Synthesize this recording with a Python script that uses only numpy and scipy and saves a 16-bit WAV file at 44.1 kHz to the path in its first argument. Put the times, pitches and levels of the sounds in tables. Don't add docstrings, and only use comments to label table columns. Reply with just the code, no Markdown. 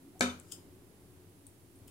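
import sys
import numpy as np
from scipy import signal
from scipy.fft import rfft, irfft
from scipy.io import wavfile
from scipy.ndimage import uniform_filter1d

SR = 44100
rng = np.random.default_rng(int(sys.argv[2]) if len(sys.argv) > 2 else 0)


def log_audio(samples):
    frames = np.atleast_2d(samples).T
    limited = np.clip(frames, -1, 1)
    pcm = np.round(limited * 32767).astype(np.int16)
    wavfile.write(sys.argv[1], SR, pcm)


def voltage_ratio(level):
    return 10 ** (np.asarray(level, float) / 20)


N = 83790
T = np.arange(N) / SR
F = np.maximum(np.arange(N // 2 + 1) * SR / N, 1)


def read(table, hz):
    table = np.array(table)
    return np.interp(np.log(hz), np.log(table[:, 0]), table[:, 1])


def unit(x):
    return x / np.sqrt(np.sum(x ** 2) / len(np.atleast_2d(x)))


def ring(x, hz, width):
    b, a = signal.iirpeak(min(hz, .45 * SR), hz / width, fs=SR)
    return signal.lfilter(b, a, x)


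def resonate(x, table):
    total = 0
    for k, (hz, width, db) in enumerate(table):
        mode = ring(ring(x, hz, 1.17 * width), hz, 1.17 * width)
        total = total + (-1) ** k * voltage_ratio(db) * unit(mode)
    return unit(total)


def pan(db):
    return voltage_ratio(np.array([[db / 2], [-db / 2]]))


def bump(at, rise, fall):
    return np.exp(np.where(T < at, (T - at) / rise, (at - T) / fall))


def walk(rate):
    hold = int(SR / rate)
    steps = np.repeat(rng.standard_normal(N // hold + 1), hold)
    return 1.84 * uniform_filter1d(uniform_filter1d(steps, hold), hold)[:N]


# pitch_hz, coherence
COHERENCE = [(30, 1), (100, 0.85), (300, 0.92), (700, 0.46), (1500, 0.077), (4000, 0.0167)]
# pitch_hz, balance_db
FIELD_BALANCE = [(30, 10), (70, 4.5), (200, 0), (1000, 1.5), (5000, -1.5), (14000, -8.5)]


def diffuse_field(gain):
    alike = np.clip(read(COHERENCE, F), 0, 1)
    mid, side = rfft(rng.standard_normal((2, N)))
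    mid = mid * np.sqrt(1 + alike)
    side = side * np.sqrt(1 - alike)
    lean = voltage_ratio(read(FIELD_BALANCE, F) / 2)
    return irfft(gain * np.array([(mid + side) * lean, (mid - side) / lean]) / 2, N)


# pitch_hz, t60_s
ROOM_DECAY = [(125, 0.44), (500, 0.4), (2000, 0.3665), (5000, 0.3523), (9000, 0.28), (15000, 0.41)]


def room(x, early_db):
    early_t60_s, gap_s = 0.1025, 0.0066
    t = T[:SR // 2]
    tail = 0
    for hz in 62.5 * 2 ** np.arange(0, 8.1, .5):
        band = diffuse_field(np.exp(-(np.log2(F / hz) / .3) ** 2))[:, :len(t)]
        tail = tail + band * voltage_ratio(-60 * t / read(ROOM_DECAY, hz))
    early = 1 + voltage_ratio(early_db - 60 * t / early_t60_s)
    tail = unit(tail * early * (1 - np.exp(-t / gap_s)))
    return signal.fftconvolve(x[None], tail, axes=1)[:, :N]


# pitch_hz, density_db_per_hz
NOISE_COLOUR = [(40, -35), (85, -5.5), (280, -9), (560, -16.5), (1500, -25), (5900, -31), (10500, -27.5),
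                (16000, -33.5)]
# pitch_hz, width_hz, level_db
HUM_BANDS = [(52, 14, -70), (98.3, 34, -64), (111, 39, -70.5), (176.8, 25, -70.5), (283.5, 45, -65.5),
             (356.8, 54, -66), (411.7, 91.5, -73)]
# time_s, level_db
RUMBLE_SWELL = [(0.0, -61), (0.152, -59.5), (0.402, -59.5), (0.582, -58), (0.798, -60.5), (1.18, -60.5),
                (1.434, -62.5), (1.692, -63), (1.9, -58)]


def floor():
    noise_db, swell_ref_db, whine_db = -58, -60.5, -78.5
    rumble_top_hz, bottom_hz, whine_hz = 2160, 42, 9920
    low = 1 / (1 + (F / rumble_top_hz) ** 2)
    colour = voltage_ratio(read(NOISE_COLOUR, F)) / (1 + (bottom_hz / F) ** 2)
    rumble = diffuse_field(colour * np.sqrt(low))
    hiss = diffuse_field(colour * np.sqrt(1 - low))
    gain = voltage_ratio(noise_db - 3) / (rumble + hiss).std()
    rumble = rumble * gain
    for hz, width, db in HUM_BANDS:
        band = diffuse_field(1 / (1 + ((F - hz) / (width / 2)) ** 2))
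        rumble = rumble + band / band.std() * voltage_ratio(db + 1.36 * walk(4.163))
    swell = voltage_ratio(np.interp(T, *np.array(RUMBLE_SWELL).T) - swell_ref_db)
    whine = voltage_ratio(whine_db + 2.0 * walk(10)) * np.sin(2 * np.pi * whine_hz * T)
    return rumble * swell + hiss * gain + whine


def rub():
    at_s, length_s, level_db, pitch_hz = .158, .02, -62, 725
    push = rng.standard_normal(N) * np.exp(-((T - at_s) / length_s) ** 2)
    return voltage_ratio(level_db) * 30 * resonate(push, [(pitch_hz, 50, 0)])


# start_s, level_db, pitch_hz, length_s, room_share_db
BLADE_TICKS = [(0.1949, -42.5, 7700, 0.004, -2), (0.1984, -55, 7000, .002, -17.5),
               (.2236, -33, 6540, 0.0033, -12), (0.399, -41.5, 8020, 0.00148, -6.5),
               (1.4674, -41, 8900, .003, -3), (1.4706, -50.5, 9400, 0.0023, -9),
               (1.757, -53.5, 9600, 0.023, 0), (1.787, -57.5, 9600, .015, -6),
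               (1.876, -50, 15000, 0.0083, -3), (1.8797, -49.5, 9360, 0.0051, 0),
               (1.880, -53.5, 2940, 0.012, -1.5), (1.888, -57.5, 8000, 0.0042, 0)]
# end_s, level_db, build_up_s, release_s
BLADE_SCRAPES = [
    (.508, -51, 0.051, 0.0035),
    (0.5172, -45, 0.00174, 0.0044),
    (0.522, -33.5, 0.0015, 0.0015),
    (1.88, -53.5, 0.0024, .004),
]
# pitch_hz, width_hz, level_db
BLADE_MODES = [(1280, 550, -20), (3070, 690, -7), (3870, 1220, -17), (5120, 650, -4), (7120, 980, 0.5),
               (8800, 1500, -1.5), (9630, 1510, -2.5), (11800, 2130, -11.5), (15000, 2500, -11)]
# time_s, balance_db
HAND_PATH = [(.2, 9.5), (.5, 11.5), (1.47, 8.5), (1.9, 7)]


def blades():
    tick_q, tick_air_db = 5.2, -12.5
    lead_db, lead_s = -14, 0.0061
    early_db, room_db = 10.5, 1.5
    dry, send = np.zeros((2, N)), 0

    def side(at):
        return pan(np.interp(at, *np.array(HAND_PATH).T))

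    for at, db, hz, length, wet_db in BLADE_TICKS:
        push = np.sign(rng.standard_normal(N)) * bump(at, 0.051 * length, 0.323 * length)
        air = resonate(push, [(4000, 3000, -6), (11370, 5000, -12), (14200, 3900, 0)])
        steel = resonate(push, [(hz, hz / tick_q, 0)])
        tick = voltage_ratio(db) * 4 * (steel + voltage_ratio(tick_air_db) * air)
        dry = dry + tick * side(at)
        send = send + voltage_ratio(wet_db) * tick
    for at, db, rise, fall in BLADE_SCRAPES:
        shape = bump(at, rise, fall) + voltage_ratio(lead_db) * bump(at, lead_s, .003)
        push = np.sign(rng.standard_normal(N)) * voltage_ratio(2.0 * walk(1500)) * shape
        scrape = voltage_ratio(db) * 6 * resonate(push, BLADE_MODES)
        dry = dry + scrape * side(at)
        send = send + scrape
    return dry + voltage_ratio(room_db) * room(send, early_db) * pan(6.2)


# pitch_hz, level_db, t60_s, swell_s
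KNOCK_MODES = [(85.4, -12, 0.48, 0.075), (151, -24.5, 0.51, 0.0166), (196, -11.5, .33, 0.0097),
               (246.7, 6, 0.26, 0.0392), (400.6, -13.5, 0.33, 0.0055), (535, -13.5, 0.3, 0.0021),
               (724.4, -13, 0.26, 0.00224), (1292, -11.5, 0.33, 0.0036), (1505, -9, 0.156, .002),
               (1605, -13.5, 0.25, 0.0022), (1723, -10.5, .15, 0.0018), (2268.6, -3.5, .15, 0.0012),
               (3580, -7, 0.22, 0.029), (3690, -12, .2, .01)]
# pitch_hz, width_hz, level_db
CRACK_COLOUR = [(695, 890, -6), (1560, 670, -5.5), (2300, 450, -16), (4050, 1330, 0.5), (6120, 860, -2),
                (7700, 550, -7), (9600, 1200, -6.5), (12700, 5000, -20.5)]
# pitch_hz, width_hz, level_db
ECHO_COLOUR = [(332, 190, -8.5), (560, 260, -5), (945, 310, -5.5), (1396, 480, 0.5), (2377, 320, -0.5),
               (3023, 270, -7.5), (3660, 530, -5), (4520, 710, -6.5), (6420, 1435, -2), (9000, 2500, -6.5),
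               (10640, 3500, -13), (13930, 2700, -24.5)]
# pitch_hz, balance_db
KNOCK_BALANCE = [(60, -7), (110, 13.5), (200, 2.5), (380, 0), (700, 0), (1290, -1.5), (2380, 2.5),
                 (4400, 3), (8120, 12.5), (15000, -0.5)]


def knock():
    at_s, crack_db, thud_db, modes_db, echo_db = .2081, -15.5, -15.5, -23, 5
    t = np.maximum(T - at_s, 0)
    push = np.sign(rng.standard_normal((2, N))) * (1 - np.exp(-t / 0.000129)) * np.exp(-t / 0.00139)
    push[1] = .6 * push[0] + 0.66 * push[1]
    crack = unit(resonate(push, CRACK_COLOUR)) * voltage_ratio(crack_db) * 4
    thud = -voltage_ratio(thud_db) * np.sin(2 * np.pi * 620 * t) * np.exp(-t / 0.0011)
    impulse = 1. * (np.arange(N) == int(at_s * SR))
    echo = room(unit(resonate(impulse, ECHO_COLOUR)), 0.5) * voltage_ratio(crack_db + echo_db) * 4
    modes = 0
    for hz, db, t60, swell in KNOCK_MODES:
        phase, sign = rng.uniform(0, 2 * np.pi), rng.choice([-1, 1])
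        turn = np.array([[0], [sign * min((hz / 800) ** 1.37, 1.9)]])
        flutter = voltage_ratio(min(hz / 400, 4.0) * walk(112.56))
        envelope = voltage_ratio(db - 60 * t / t60) * (1 - np.exp(-t / swell)) * flutter
        modes = modes + envelope * np.sin(2 * np.pi * hz * t + phase + turn)
    lean = voltage_ratio(read(KNOCK_BALANCE, F) / 2)
    whole = crack + thud + voltage_ratio(modes_db) * modes + echo
    return irfft(rfft(whole) * np.array([lean, 1 / lean]), N)


def scene():
    return floor() + rub() + blades() + knock()


def band_limit(x):
    return signal.sosfilt(signal.butter(12, 16490, fs=SR, output="sos"), x)


def record(dry):
    low_hz, top_hz, offset = 55, 15800, -.0002
    x = signal.sosfilt(signal.butter(2, low_hz, "high", fs=SR, output="sos"), dry)
    x = signal.sosfilt(signal.ellip(10, .3, 45, top_hz, fs=SR, output="sos"), x)
    return band_limit(x + offset)


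dry = scene()
out = record(dry)
log_audio(out)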